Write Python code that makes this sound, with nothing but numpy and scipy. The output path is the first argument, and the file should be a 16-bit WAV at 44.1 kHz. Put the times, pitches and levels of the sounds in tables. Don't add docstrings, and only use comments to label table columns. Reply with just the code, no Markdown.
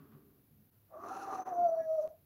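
import sys
import numpy as np
from scipy import signal
from scipy.fft import rfft, irfft, next_fast_len
from scipy.io import wavfile

SR = 44100
rng = np.random.default_rng(int(sys.argv[2]) if len(sys.argv) > 2 else 0)


def materialize(psi):
    bounded = np.clip(np.atleast_2d(psi).T, -1, 1)
    quanta = np.round(bounded * 32767).astype(np.int16)
    wavfile.write(sys.argv[1], SR, quanta)


N = 99489
TIME = np.arange(N) / SR
EDGE_FADE_S = 0.018
FLUTTER_PER_S = 70


def from_db(db):
    return 10 ** (np.asarray(db) / 20)


def rms_one(x):
    return x / np.sqrt(np.mean(x ** 2) + 1e-20)


def in_time(rows):
    s, *columns = np.transpose(rows)
    return [np.interp(TIME, s, column) for column in columns]


def during(rows):
    inside_s = np.minimum(TIME - rows[0][0], rows[-1][0] - TIME)
    return np.clip(1 + inside_s / EDGE_FADE_S, 0, 1)


def drift(rate):
    r = np.exp(-2 * np.pi * rate / SR)
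    settled = signal.lfilter([1], [1, -2 * r, r * r], rng.standard_normal(N + SR))[SR:]
    return rms_one(settled)


def coloured(x, spectrum):
    hz, db = np.transpose(spectrum)
    size = next_fast_len(N)
    f = np.maximum(np.arange(size // 2 + 1) * SR / size, 1)
    skirts = np.minimum(1, np.minimum(f / hz[0], hz[-1] / f)) ** 2
    gain = skirts * from_db(np.interp(np.log(f), np.log(hz), db))
    return rms_one(irfft(rfft(x, size) * gain, size)[:N])


def noise(spectrum):
    return coloured(rng.standard_normal(N), spectrum)


def phase_of(hz):
    return 2 * np.pi * np.cumsum(hz * np.ones(N)) / SR


def narrow_noise(hz, width_hz):
    phase = phase_of(hz)
    return rms_one(drift(width_hz) * np.sin(phase) + drift(width_hz) * np.cos(phase))


def background():
    # [f/Hz, level/dB]
    low_level = [(0.0, -57), (0.104, -67.5), (0.14, -59.5), (0.29, -69), (0.428, -77), (0.452, -75),
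                 (0.514, -64), (0.692, -73.5), (0.73, -101)]
    low_colour = [(45, -16), (75, -13), (120, -11), (147, 11.5), (175, -19), (210, 4.5), (260, -3.5),
                  (330, -27), (600, -45)]
    # [f/Hz, level/dB]
    top_level = [(0.0, -64.5), (0.362, -69), (0.4, -66.5), (0.422, -82), (0.594, -82), (0.72, -98)]
    top_colour = [(230, -18), (275, 4.5), (330, -10.5), (400, 0), (470, -15), (700, -22)]
    # [t/s, level/dB, time to fall 60 dB/s]
    rustles = [(0.0, -69, 0.91), (0.131, -71.5, 0.31), (0.3, -89, 0.34), (0.735, -84, 0.25)]
    # [f/Hz, level/dB]
    rustle_colour = [(400, -11), (700, 1.5), (900, -3), (1130, 10), (1350, 1.5), (1550, 1.5), (2100, -10),
                     (4500, -18), (8000, -43)]
    # [f/Hz, level/dB]
    room_tone_colour = [(25, -19), (60, -5.5), (100, 1.5), (200, -8.5), (400, -13.5), (900, -24),
                        (2000, -28), (5000, -32.5), (8500, -38)]
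    # [f/Hz, level/dB]
    hiss_colour = [(7000, -41), (9000, -17.5), (10200, -6.5), (11300, 1), (12300, 3.5), (15800, 2)]
    room_tone_db, hiss_db, hum_db, hum_hz = -71, -72.5, -77, 100
    rustle_attack_s = 0.02

    rumble = 0
    for level, colour in ((low_level, low_colour), (top_level, top_colour)):
        rumble = rumble + from_db(in_time(level)[0]) * during(level) * noise(colour)
    strokes = 0
    for s, db, decay_s in rustles:
        attack = np.clip(1 + (TIME - s) / rustle_attack_s, 0, 1)
        strokes = strokes + attack * from_db(db - 60 * np.maximum(TIME - s, 0) / decay_s)
    steady = from_db(room_tone_db) * noise(room_tone_colour) + from_db(hiss_db) * noise(hiss_colour)
    hum = from_db(hum_db) * np.sin(phase_of(hum_hz))
    return rumble + strokes * noise(rustle_colour) + steady + hum


def rasp():
    # [t/s, level/dB before the trim]
    rasp_level = [(0.89, -87.5), (0.946, -69), (1.002, -70), (1.048, -58), (1.184, -54.5), (1.202, -56.5),
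                  (1.248, -58), (1.308, -52), (1.378, -56), (1.406, -53.5), (1.448, -63.5), (1.472, -54.5),
                  (1.52, -62)]
    # [f/Hz, level/dB]
    throat_colour = [(80, -30), (170, -9.5), (330, 3.5), (500, -2), (700, 2), (950, 1.5), (1200, 0.5),
                     (1450, -6.5), (1750, -12), (2150, -21.5), (3200, -34), (6000, -51)]
    # [t/s, level/dB before the trim]
    flutter_level = [(1.53, -58), (1.716, -65.5), (1.774, -64), (1.836, -74.5), (2.078, -66.5), (2.12, -91)]
    # [f/Hz, level/dB]
    flutter_colour = [(200, -8.5), (380, 2.5), (520, 2.5), (900, 1.5), (1250, -5), (1550, -12.5),
                      (2000, -26.5), (3000, -43)]
    # [t/s, level/dB before the trim]
    bass_level = [(1.5, -61.5), (1.564, -68), (1.588, -53), (1.768, -73.5), (1.802, -56), (1.956, -88),
                  (2.084, -63), (2.12, -92)]
    # [f/Hz, level/dB]
    bass_colour = [(120, -9), (170, 0.5), (260, 0.5), (450, -6.5)]
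    rasp_trim_db, flutter_trim_db, bass_trim_db = 7, 6.5, -0.5
    pulses_per_s, scatter_db = 1600, 1.5

    struck = rng.random(N) < pulses_per_s / SR
    pulses = struck * from_db(scatter_db * rng.standard_normal(N))
    pulses = pulses - pulses.mean()
    throat = from_db(in_time(rasp_level)[0] + rasp_trim_db) * during(rasp_level)
    throat = throat * coloured(pulses, throat_colour)
    flutter = from_db(in_time(flutter_level)[0] + flutter_trim_db) * during(flutter_level)
    flutter = flutter * coloured(pulses, flutter_colour)
    bass = from_db(in_time(bass_level)[0] + bass_trim_db) * during(bass_level) * noise(bass_colour)
    return throat + flutter + bass


def tone(pitch, level_db):
    # [t/s, roughness/0-1]
    roughness = [(0.92, .75), (1.05, 0.61), (1.25, 0.46), (1.39, 0.25), (1.48, .35), (1.58, .06),
                 (1.95, 0.05), (2.06, 0.11), (2.15, .6)]
    # [multiple of the pitch, level/dB re the fundamental]
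    overtones = [(2, -36), (3, -55)]
    # [t/s, level/dB]
    split_level = [(0.94, -66.5), (1.052, -49.5), (1.194, -67), (1.25, -50), (1.42, -70.5), (1.444, -83),
                   (1.466, -57.5), (1.63, -48.5), (1.72, -71.5)]
    # [multiple of the pitch, level/dB re the split level]
    split_tones = [(.5, -0.5), (1.5, -8.5)]
    jitter, shimmer, split_jitter = 0.06805, 0.93, 0.1708

    rough = np.clip(in_time(roughness)[0], 0, 1)
    phase = phase_of(pitch * (1 + jitter * rough * drift(FLUTTER_PER_S)))
    shake = 1 + shimmer * rough * drift(FLUTTER_PER_S)
    shake = shake / np.sqrt(1 + (shimmer * rough) ** 2)
    wave = np.sin(phase) + sum(from_db(db) * np.sin(k * phase) for k, db in overtones)
    clear = np.sqrt(2) * from_db(level_db) * shake * wave

    loose_phase = phase_of(pitch * (1 + split_jitter * rough * drift(FLUTTER_PER_S)))
    halves = 0
    for k, db in split_tones:
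        unsteady = 1 + rough * drift(FLUTTER_PER_S)
        halves = halves + from_db(db) * unsteady * np.sin(k * loose_phase)
    return clear + from_db(in_time(split_level)[0]) * during(split_level) * halves


def upper_voice():
    # [t/s, f/Hz before the waver, level/dB before the trim]
    upper = [(0.91, 1150, -86), (0.934, 1160, -55.5), (0.982, 1180, -59.5), (1.0, 1170, -48.5),
             (1.058, 1160, -48), (1.094, 1200, -51), (1.112, 1290, -50), (1.212, 1270, -54.5),
             (1.222, 1250, -53.5), (1.27, 1190, -53.5), (1.338, 1140, -41.5), (1.382, 1190, -57),
             (1.416, 1180, -56), (1.43, 1240, -66.5)]
    # [start t/s, length/s, from f/Hz, to f/Hz, level/dB]
    swoops = [(1.088, 0.048, 1480, 1170, -51), (1.14, 0.041, 1450, 1229, -49),
              (1.193, 0.056, 1620, 1145, -49.5), (1.349, 0.045, 1230, 1323, -61.5),
              (1.657, 0.042, 1390, 1282, -66.5)]
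    trim_db, jitter, shimmer = -5, 0.03, 0.37
    hoarse_db, hoarse_width_hz = -4, 105

    hz, db = in_time(upper)
    waver = 1 + jitter * drift(FLUTTER_PER_S)
    voice = np.sin(phase_of(hz * waver)) + from_db(hoarse_db) * narrow_noise(hz, hoarse_width_hz)
    out = from_db(db + trim_db) * during(upper) * voice
    for s, length_s, from_hz, to_hz, level_db in swoops:
        along = np.clip((TIME - s) / length_s, 0, 1)
        glide = np.sin(phase_of(from_hz + (to_hz - from_hz) * along))
        out = out + from_db(level_db) * np.sin(np.pi * along) * glide
    return np.sqrt(2) * out * (1 + shimmer * drift(FLUTTER_PER_S))


def air(pitch):
    # [t/s, level/dB before the trim]
    air_level = [(0.94, -101), (1.084, -73.5), (1.104, -76), (1.12, -72.5), (1.23, -69.5), (1.298, -75),
                 (1.346, -69.5), (1.42, -78.5), (1.444, -93), (1.468, -76.5), (1.514, -83.5), (1.786, -91),
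                 (2.028, -81.5), (2.1, -90)]
    # [f/Hz, level/dB]
    air_colour = [(1500, -17.5), (2100, -14), (2550, -3.5), (3200, -9.5), (4100, -3), (4900, -7), (6000, 5),
                  (6900, -4), (7700, -11.5), (8800, -23.5), (9700, -8), (10500, -5.5), (12000, -18),
                  (15000, -29)]
    # [f/Hz at the reference pitch, exponent on the pitch ratio, width/Hz,
    #              level/dB re the reference air level, share of the air's swing in dB]
    resonances = [(6070, .2, 530, -5.5, 0.48), (9770, .15, 39, -8.5, 1.5), (4090, 0.13, 94, -12.5, 2),
                  (2535, 0.31, 190, -4.5, 1.5)]
    trim_db, flicker_db, flicker_per_s = 6, 2.0, 70
    reference_hz, reference_air_db = 687, -78

    air_db, = in_time(air_level)
    out = from_db(air_db + trim_db + flicker_db * drift(flicker_per_s)) * noise(air_colour)
    for hz, follows, width_hz, db, swing in resonances:
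        level = from_db(reference_air_db + db + swing * (air_db - reference_air_db))
        out = out + level * narrow_noise(hz * (pitch / reference_hz) ** follows, width_hz)
    return out * during(air_level)


def high_whistles():
    # [t/s, f/Hz, level/dB]
    thin_curve = [(1.36, 6090, -63), (1.384, 6172, -80.5), (1.4, 6080, -61.5), (1.42, 6150, -64.5),
                  (1.444, 6190, -73), (1.46, 6040, -73), (1.492, 6040, -65), (1.526, 5950, -87.5),
                  (1.534, 6100, -68), (1.64, 6000, -82.5), (1.698, 5942, -66), (1.722, 5904, -84.5),
                  (1.814, 5750, -73.5), (1.87, 5810, -81.5), (1.986, 5690, -76.5), (2.06, 5948, -91.5)]
    # [t/s, level/dB before the trim]
    airy_level = [(1.57, -90), (1.654, -77), (1.708, -86.5), (1.76, -79.5), (1.84, -89.5), (2.022, -83),
                  (2.07, -85.5)]
    thin_width_hz = 55
    airy_hz, airy_width_hz, airy_trim_db = 4480, 230, -1

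    hz, db = in_time(thin_curve)
    thin = from_db(db) * during(thin_curve) * narrow_noise(hz, thin_width_hz)
    airy = from_db(in_time(airy_level)[0] + airy_trim_db) * during(airy_level)
    return thin + airy * narrow_noise(airy_hz, airy_width_hz)


def second_voice():
    # [f/Hz at mid-swell before the wander, level/dB at the peak]
    partials = [(1675, -59.5), (1930, -70.5), (2300, -79.5)]
    start_s, length_s, sag_per_s = 1.775, 0.096, 0.2
    wander, wander_per_s = 0.01, 60

    swell = np.sin(np.pi * np.clip((TIME - start_s) / length_s, 0, 1))
    sag = 1 - sag_per_s * (TIME - start_s - length_s / 2)
    voice = 0
    for hz, db in partials:
        moving_hz = hz * (sag + wander * drift(wander_per_s))
        voice = voice + from_db(db) * np.sin(phase_of(moving_hz))
    return swell * voice


def room(x):
    t60_s, wall_hz, gap_s = 0.15, 4220, 0.004
    tail_db = -18
    t = TIME[:SR // 2]
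    tail = rng.standard_normal(len(t)) * from_db(-60 * t / t60_s) * (t > gap_s)
    tail = tail / np.sqrt(np.sum(tail ** 2))
    tail = signal.lfilter(*signal.butter(1, wall_hz, fs=SR), tail)
    return x + from_db(tail_db) * signal.fftconvolve(x, tail)[:N]


def scene():
    # [t/s, f/Hz before the shaking, level/dB]
    hoarse = [(0.905, 622, -71.5), (0.917, 623.6, -56.5), (0.945, 639.2, -46), (0.999, 650.2, -60.5),
              (1.027, 723, -56), (1.053, 703.6, -46.5), (1.095, 735.8, -55), (1.121, 773.4, -42.5),
              (1.143, 786, -53.5), (1.171, 792.5, -39.5), (1.211, 787.5, -56.5), (1.233, 775.2, -43),
              (1.253, 766.5, -48.5), (1.287, 757.4, -40), (1.303, 779.6, -41.5), (1.345, 771.6, -42.5),
              (1.367, 756.7, -49), (1.395, 759.8, -34.5), (1.411, 746.2, -40.5), (1.445, 739.6, -59)]
    # [t/s, f/Hz before the shaking, level/dB]
    whine = [(1.45, 778.3, -65), (1.458, 714.2, -58), (1.474, 754.5, -39.5), (1.506, 743, -41),
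             (1.532, 697.4, -36.5), (1.55, 703.7, -41.5), (1.588, 700.6, -29.5), (1.638, 698.4, -27.5),
             (1.662, 685.5, -24.5), (1.682, 660.6, -36), (1.694, 664, -27.5), (1.706, 658.3, -38),
             (1.722, 654.6, -30.5), (1.746, 660.5, -31), (1.758, 630, -42.5), (1.776, 655, -32),
             (1.808, 649, -31), (1.828, 644.6, -45), (1.914, 634.2, -30), (1.956, 643, -32.5),
             (1.968, 628.4, -37.5), (1.996, 620.7, -26), (2.01, 585, -37), (2.02, 644.3, -41.5),
             (2.054, 619, -31), (2.062, 638, -39), (2.115, 627.6, -52.5)]
    release_db_per_s = 297

    pitch, level_db = in_time(list(hoarse) + list(whine))
    level_db = level_db - release_db_per_s * np.maximum(TIME - whine[-1][0], 0)
    onset = np.clip(1 + (TIME - hoarse[0][0]) / EDGE_FADE_S, 0, 1)
    parrot = tone(pitch, level_db) * onset + upper_voice() + rasp()
    parrot = parrot + air(pitch) + high_whistles() + second_voice()
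    return (room(parrot) + background())[None]


def record(dry):
    # [t/s, depth/0-1, fall/s, recovery/s]
    dips = [(0.705, 0.68, 0.0045, 0.012), (1.445, 0.78, 0.013, 0.011), (2.078, 1, 0.0016, 0.0065)]
    click_s, click_db, click_decay_s = 2.0768, -45.5, 0.00066
    cutoff_hz = 15750

    for s, depth, fall_s, recovery_s in dips:
        width_s = np.where(TIME < s, fall_s, recovery_s)
        dry = dry * (1 - depth * np.exp(-((TIME - s) / width_s) ** 2))
    click = from_db(click_db) * (TIME >= click_s) * np.exp(-np.abs(TIME - click_s) / click_decay_s)
    low_pass = signal.ellip(12, 0.1, 80, cutoff_hz, fs=SR, output="sos")
    return signal.sosfilt(low_pass, dry + click)


dry = scene()
out = record(dry)
materialize(out)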